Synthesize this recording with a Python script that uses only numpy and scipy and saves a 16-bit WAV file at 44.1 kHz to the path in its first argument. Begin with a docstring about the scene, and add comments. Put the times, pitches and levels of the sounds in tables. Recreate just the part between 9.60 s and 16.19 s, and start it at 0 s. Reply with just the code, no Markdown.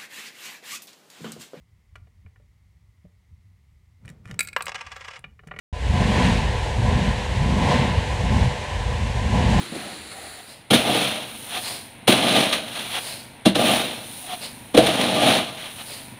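"""An outdoor drying yard: soft hiss, two low rushes of air, a few footfalls and scuffs. It fades out as
the hush of a walled store and the throb of a far engine come up. There a long-handled hoe turns a heap
of grain in four strokes: the blade chops in with a thud and a crunch, drags through the rustling heap
and lifts, and the load skids off it and showers down. One light throw comes ahead of the first chop.
The grain is thousands of tiny collisions, and bare walls give the hoe a short echo."""
import sys
import numpy as np
from scipy import signal
from scipy.fft import rfft, irfft
from scipy.io import wavfile
from scipy.ndimage import uniform_filter1d

SR = 44100
rng = np.random.default_rng(int(sys.argv[2]) if len(sys.argv) > 2 else 0)


def to_wav(sig):
    """Store sig (one row per channel, or 1-D mono) as 16-bit WAV at the path in sys.argv[1].

    Samples outside -1..1 are clipped; the rate is SR.
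    """
    pcm = np.clip(np.atleast_2d(sig), -1, 1) * 32767
    pcm = np.round(pcm).astype(np.int16)
    wavfile.write(sys.argv[1], SR, pcm.T)  # frames by channels


N = 290619
T = np.arange(N) / SR

# modes of the blade and handle buried in grain: pitch_hz, t60_s, level_db
BURIED_BLADE = [(130, 0.1, -8.5), (193, 0.11, -2.5), (238, 0.06, 4.5), (306.7, 0.055, 3.5), (361, 0.1, -3),
                (494, 0.026, 5), (622.3, 0.11, 1), (685, 0.035, 4), (802, 0.026, 4.5), (1199, 0.036, -7.5)]
# tone of kernels rubbing together: freq_hz, level_db
RUSTLE_TONE = [(60, -9), (300, -4), (900, -3), (1900, -4), (2700, 0), (3300, 2), (4300, -2.5), (9000, -7),
               (15000, -14.5)]
# each load thrown off the blade: slide_peak_s, lift_db, spill_db, slide_db, slide_rise_s,
# ring_db (relative to the slide), shower_db, shower_fall_s, trickle_db, trickle_fall_s
LOADS = [(0.804, -60, -44, -42.5, 0.017, -1, -40, 0.063, -50, .06),
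         (1.975, -67, -40, -26, 0.053, -6.5, -25.5, 0.083, -32.5, 0.13),
         (3.375, -34, -40, -24, 0.053, -12, -29, 0.1, -34, 0.12),
         (4.737, -59, -34, -31.5, 0.05, -2.5, -28, .043, -42.5, 0.36),
         (6.213, -39.5, -45, -35, .033, -7, -32.5, 0.081, -36, 0.16)]
LIFT_LEAD_S = 0.17  # the lift comes this long before the slide


def amp(db):
    """Decibels to gain."""
    return 10 ** (np.asarray(db) / 20)


def unit(x, band=(20, 16000)):
    """Scale to rms 1 within a band in Hz."""
    hz = np.arange(len(x) // 2 + 1) * SR / len(x)
    inside = (hz > band[0]) & (hz < band[1])
    return x * len(x) / np.sqrt(2 * np.sum(np.abs(rfft(x)[inside]) ** 2))


def colour(x, points, size=4096):
    """Minimum-phase EQ through (freq_hz, level_db) points."""
    hz, db = np.transpose(points)
    grid = np.maximum(np.arange(size // 2 + 1) * SR / size, 1)
    cepstrum = irfft(np.log(amp(np.interp(np.log(grid), np.log(hz), db))))
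    cepstrum[1:size // 2] *= 2
    cepstrum[size // 2 + 1:] = 0
    return signal.fftconvolve(x, irfft(np.exp(rfft(cepstrum))))[:len(x)]


def ring(x, modes):
    """Drive damped modes; neighbours swing in opposite senses."""
    t = T[:SR // 2]
    response = sum((-1) ** k * amp(db - 60 * t / t60) * np.sin(2 * np.pi * hz * t)
                   for k, (hz, t60, db) in enumerate(modes))
    return signal.fftconvolve(x, response)[:len(x)]


def ticks(per_s, spread_db):
    """Random tiny collisions, a few much harder than the rest."""
    hit = rng.random(N) < per_s / SR
    sign = rng.choice([-1, 1], N)
    strength = amp(spread_db * np.minimum(rng.exponential(size=N), 5))
    return unit(hit * sign * strength)


def flicker(per_s, depth_db):
    """Gain that wanders at random."""
    knots = rng.standard_normal(N)
    return amp(depth_db * np.interp(T * per_s, np.arange(N), knots))


def burst(start_s, rise_s, decay_s):
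    """Envelope with a quick attack and an exponential tail."""
    age = np.maximum(T - start_s, 0)
    return np.minimum(age / rise_s, 1) * np.exp(-np.maximum(age - rise_s, 0) / decay_s)


def swells(rows):
    """Rounded swells from rows of (peak_s, level_db, rise_s, fall_s)."""
    return sum(amp(db) * np.exp(1 - np.hypot(1, (T - s) / np.where(T < s, rise, fall) * np.sqrt(2)))
               for s, db, rise, fall in rows)


def fade_in(db, db_per_s, full_at_s=1.92):
    """Gain that climbs to a steady level."""
    return amp(db - db_per_s * np.maximum(full_at_s - T, 0))


def peak_level(x, db, size=880):
    """Set the rms of the loudest 20 ms."""
    return x * amp(db) / np.sqrt(uniform_filter1d(x * x, size).max())


def yard():
    """Open-air hiss that fades away, with two low rushes, dull scuffs and a few soft footfalls."""
    # tone of the open air: freq_hz, level_db
    air_tone = [(40, 1), (80, 14), (180, -5), (400, 5.5), (750, -1.5), (1000, -3), (2000, 1.5),
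                (3400, -5.5), (4600, 6.5), (5800, -9), (7500, 9), (8700, -4), (9900, 1.5), (12000, -15),
                (15000, -15)]
    # low rushes of air: peak_s, level_db, rise_s, fall_s
    rushes = [(.01, -36, .05, 0.074), (.19, -37, 0.051, 0.19)]
    # scuffs over the floor: peak_s, level_db, rise_s, fall_s
    scuffs = [(.27, -39, 0.079, 0.071), (.58, -42.5, 0.058, 0.025), (.66, -45, 0.047, 0.13)]
    # footfalls: start_s, thud_db, scuff_db
    footfalls = [(0.118, -30, -59), (0.148, -29, -43), (0.514, -67, -34)]
    hiss_db, fade_start_s, fade_db_per_s = -45, 0.75, 63
    rumble_tone = [(50, -25), (175, 3), (340, 2.5), (500, -18), (1200, -20)]
    swish_tone = [(400, -3), (1200, -3), (2300, -3), (4200, -2), (7000, -4.5), (15000, -16)]
    heel_tone = [(50, -12), (230, 8.5), (400, 3), (700, -3.5), (1400, -34)]
    scuff_modes = [(580, .02, -2), (760, .025, 0), (1300, .02, -9), (1900, .008, -6)]
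    hiss = unit(colour(ticks(15000, 1.8), air_tone), band=(1000, 4200)) * flicker(25.4, 0.92)
    rumble = unit(colour(rng.standard_normal(N), rumble_tone))
    swish = unit(colour(ticks(12000, 1.6), swish_tone))
    scuff = unit(ring(ticks(4000, 2.0), scuff_modes))
    out = hiss * amp(hiss_db - fade_db_per_s * np.maximum(T - fade_start_s, 0))
    out += (rumble + amp(0.5) * swish) * swells(rushes) + scuff * swells(scuffs)
    for start_s, thud_db, scuff_db in footfalls:
        heel = colour(rng.standard_normal(N) * burst(start_s, 0.0037, 0.023), heel_tone)
        out += peak_level(heel, thud_db)
        out += amp(scuff_db) * unit(hiss) * burst(start_s, .003, 0.0076)
    return out


def store_air():
    """The hush inside the store fades up, then holds with a slow waver."""
    # room tone: freq_hz, level_db
    room_tone = [(30, 16), (110, 14.5), (300, 13.5), (420, 6.5), (900, 9), (1150, 0), (2300, 4.5),
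                 (4000, -3.5), (7000, -12), (9000, 0.5), (15000, -20.5)]
    hush = unit(colour(rng.standard_normal(N), room_tone), band=(1000, 4200))
    return hush * fade_in(-50.5, db_per_s=6.5) * flicker(1.81, 0.65)


def engine(firing_hz=25.15):
    """Slow firings of uneven strength ring a distant exhaust."""
    # modes of the exhaust: pitch_hz, t60_s, level_db
    exhaust = [(113.5, 0.44, -4.5), (237.6, 0.083, -2.5), (272, 0.015, -8), (964, 0.11, -14.5)]
    firings = np.diff(np.floor(T * firing_hz), prepend=0) == 1
    strength = flicker(25, 2.5)
    return unit(ring(firings * strength, exhaust)) * fade_in(-46, db_per_s=10.5)


def strays():
    """The fine hiss of loose kernels and husks."""
    return unit(colour(ticks(4000, 0.67), [(500, -25), (4000, -3.5), (9000, 2.5), (15000, 1.5)]))


def throws(flight_s=0.1, spill_s=0.2, trickle_rise_s=0.19):
    """Kernels spill from the lifted blade; the load skids off, ringing it, then showers and trickles."""
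    # modes of the blade ringing free in the air: pitch_hz, t60_s, level_db
    free_blade = [(738, 0.052, 0), (1220, 0.024, -7), (3210, .018, -7)]
    # tone of grain landing: freq_hz, level_db
    shower_tone = [(100, -17), (600, 5.5), (1300, -4.5), (2600, 0), (3700, -0.5), (4900, 11.5), (5900, -2),
                   (7500, 5.5), (9500, -1.5), (15000, -7)]
    skid = unit(colour(ticks(8000, 1.5), RUSTLE_TONE))
    blade = unit(ring(ticks(6000, 2.0), free_blade))
    shower = unit(colour(ticks(9000, 2.6), shower_tone))
    loose = strays()
    out = np.zeros(N)
    for (peak_s, _, spill_db, slide_db, slide_rise_s, ring_db,
         shower_db, shower_fall_s, trickle_db, trickle_fall_s) in LOADS:
        land_s = peak_s + flight_s
        slide = swells([(peak_s, slide_db, slide_rise_s, 0.33 * slide_rise_s)])
        out += loose * swells([(peak_s - LIFT_LEAD_S, spill_db, spill_s, spill_s)])
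        out += (skid + amp(ring_db) * blade) * slide
        out += shower * swells([(land_s, shower_db, 0.49 * shower_fall_s, shower_fall_s)])
        out += loose * swells([(land_s, trickle_db, trickle_rise_s, trickle_fall_s)])
    return out


def effort(start_s, build_s, build_db, ease_db_per_s, grip_s=0.051, heave_s=0.11, turn_s=0.014):
    """Envelope of one pull: the blade takes hold, drags steadily, builds to a heave and eases off."""
    before, after = np.maximum(start_s + build_s - T, 0), np.maximum(T - start_s - build_s, 0)
    heave_db = build_db * (np.exp(-(before / heave_s) ** 2) - 1)
    ease_db = ease_db_per_s * (np.hypot(after, turn_s) - turn_s)
    return np.clip((T - start_s) / grip_s, 0, 1) * amp(heave_db - ease_db)


def drags(lift_s=0.079):
    """Kernels rustle past the blade in spurts, and the packed grain gives way in slips that shake it."""
    # pulls through the heap: start_s, build_s, rustle_db, blade_db, hiss_db, build_db,
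    # ease_db_per_s, lead_s (the blade peaks this long before the rustle)
    pulls = [(1.145, .28, -25, -22, -31.5, 4.5, 64, 0.078),
             (2.505, 0.31, -22.5, -19.5, -45, 3, 82.5, 0.028),
             (3.957, 0.18, -23.5, -18.5, -26.5, 3.5, 75, 0.053),
             (5.185, 0.53, -20.5, -15, -45, 6.5, 116.5, 0.025)]
    surge = flicker(60, 1.0) * flicker(220, 1.0)
    rustle = unit(colour(ticks(9000, 1.7), RUSTLE_TONE), band=(2000, 4200)) * flicker(30, 0.77)
    slips = colour(ticks(1100, 2.13), [(100, 2.4), (300, -6.5), (620, -2.9), (1300, -1.9)])
    blade = unit(ring(slips, BURIED_BLADE), band=(150, 900))
    hiss = strays()
    # the load shifts again as it is lifted
    lifts = swells([(peak_s - LIFT_LEAD_S, lift_db, lift_s, lift_s) for peak_s, lift_db, *_ in LOADS])
    out = (rustle + amp(-7) * blade) * lifts
    for start_s, build_s, rustle_db, blade_db, hiss_db, build_db, ease_db_per_s, lead_s in pulls:
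        grain = amp(rustle_db) * rustle + amp(hiss_db) * hiss
        out += grain * effort(start_s, build_s, build_db, ease_db_per_s)
        out += amp(blade_db) * blade * effort(start_s, build_s - lead_s, build_db, ease_db_per_s)
    return out * surge


def chops():
    """The heap stops the blade: a shove and a run of slips shake it, kernels crunch, the heap thumps."""
    # bites and jolts of the blade: start_s, thud_db, thud_hz, crunch_db, crunch_decay_s,
    # grit_db (relative to the crunch)
    bites = [(1.105, -13, 270, -12, 0.011, -9), (1.129, -12.5, 265, -10, 0.031, -10),
             (1.325, -33, 600, -27, 0.015, -2), (2.475, -9, 314, -10.5, 0.038, -5.5),
             (2.520, -22, 500, -16.5, 0.011, -24), (2.924, -48, 600, -14.5, 0.024, -31),
             (3.854, -7, 253, -13, 0.022, -23), (3.949, -18.5, 497, -18.5, 0.021, -21),
             (5.142, -12.5, 340, -20.5, 0.018, -30), (5.170, -4.5, 540, -11.5, 0.023, -28),
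             (5.262, -45, 610, -18, 0.014, -8), (5.408, -22.5, 700, -15, 0.007, -22)]
    # tone of the heap's deep, dull thump: freq_hz, level_db
    thump_tone = [(30, -13), (65, 0), (100, -8), (140, -1), (260, -20), (700, -47)]
    slips = ticks(2500, 2.3)
    crunch = unit(colour(ticks(7000, 1.6), RUSTLE_TONE))
    grit = unit(colour(ticks(4000, 2.2), [(1000, -20), (4000, -4), (6500, 0), (15000, -1)]))
    thump = unit(colour(rng.standard_normal(N), thump_tone))
    out = np.zeros(N)
    for start_s, thud_db, thud_hz, crunch_db, crunch_decay_s, grit_db in bites:
        shove = np.exp(-((T - start_s - .005) / 0.00014) ** 2)
        # a firmer stop pushes the blade at a higher pitch
        force_tone = [(thud_hz / 4, -4), (thud_hz, 0), (thud_hz * 3, -9)]
        force = colour(shove + slips * burst(start_s, 0.0015, 0.018), force_tone)
        out += peak_level(ring(force, BURIED_BLADE), thud_db)
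        # the edge grazes loose kernels just before it bites
        graze = amp(-13) * burst(start_s - .003, 0.0012, 0.0067)
        bite = burst(start_s, 0.0063, crunch_decay_s)
        out += amp(crunch_db) * (graze + bite) * (crunch + amp(grit_db) * grit)
        out += amp(thud_db - 20) * thump * burst(start_s, 0.0088, 0.058)
    return out


def walls(x, t60_s=0.38, wet_db=-10, predelay_s=0.004):
    """The floor and bare walls close by add a short, dense echo."""
    t = T[:SR // 2]
    tail = rng.standard_normal(len(t)) * amp(-60 * t / t60_s) * (t > predelay_s)
    tail = colour(tail / np.sqrt(np.sum(tail ** 2)), [(100, 1), (700, -1), (4000, -2), (12000, -12)])
    return x + amp(wet_db) * signal.fftconvolve(x, tail)[:N]


def scene():
    """The hoe's work between the walls, over the engine, the room tone and the opening yard, in mono."""
    hoe = chops() + drags() + throws()
    return (walls(hoe) + engine() + store_air() + yard())[None]


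def record(dry):
    """The microphone port dulls the treble but rings near 9.5 kHz; the hardest chops are soft-clipped."""
    # response of the microphone: freq_hz, gain_db
    microphone = [(20, -16.5), (110, -3), (4100, 1.5), (4750, -9), (6200, -9.5), (7700, -13.5),
                  (8500, -7.5), (9450, 1.5), (10600, -6), (12500, -11), (15500, -8.5)]
    top_hz = 15550
    sound = colour(dry[0], microphone)
    rounded = sound / (1 + sound ** 6) ** (1 / 6)
    lowpass = signal.ellip(10, .2, 70, top_hz, fs=SR, output="sos")
    return signal.sosfilt(lowpass, rounded)[None]


dry = scene()
out = record(dry)
to_wav(out)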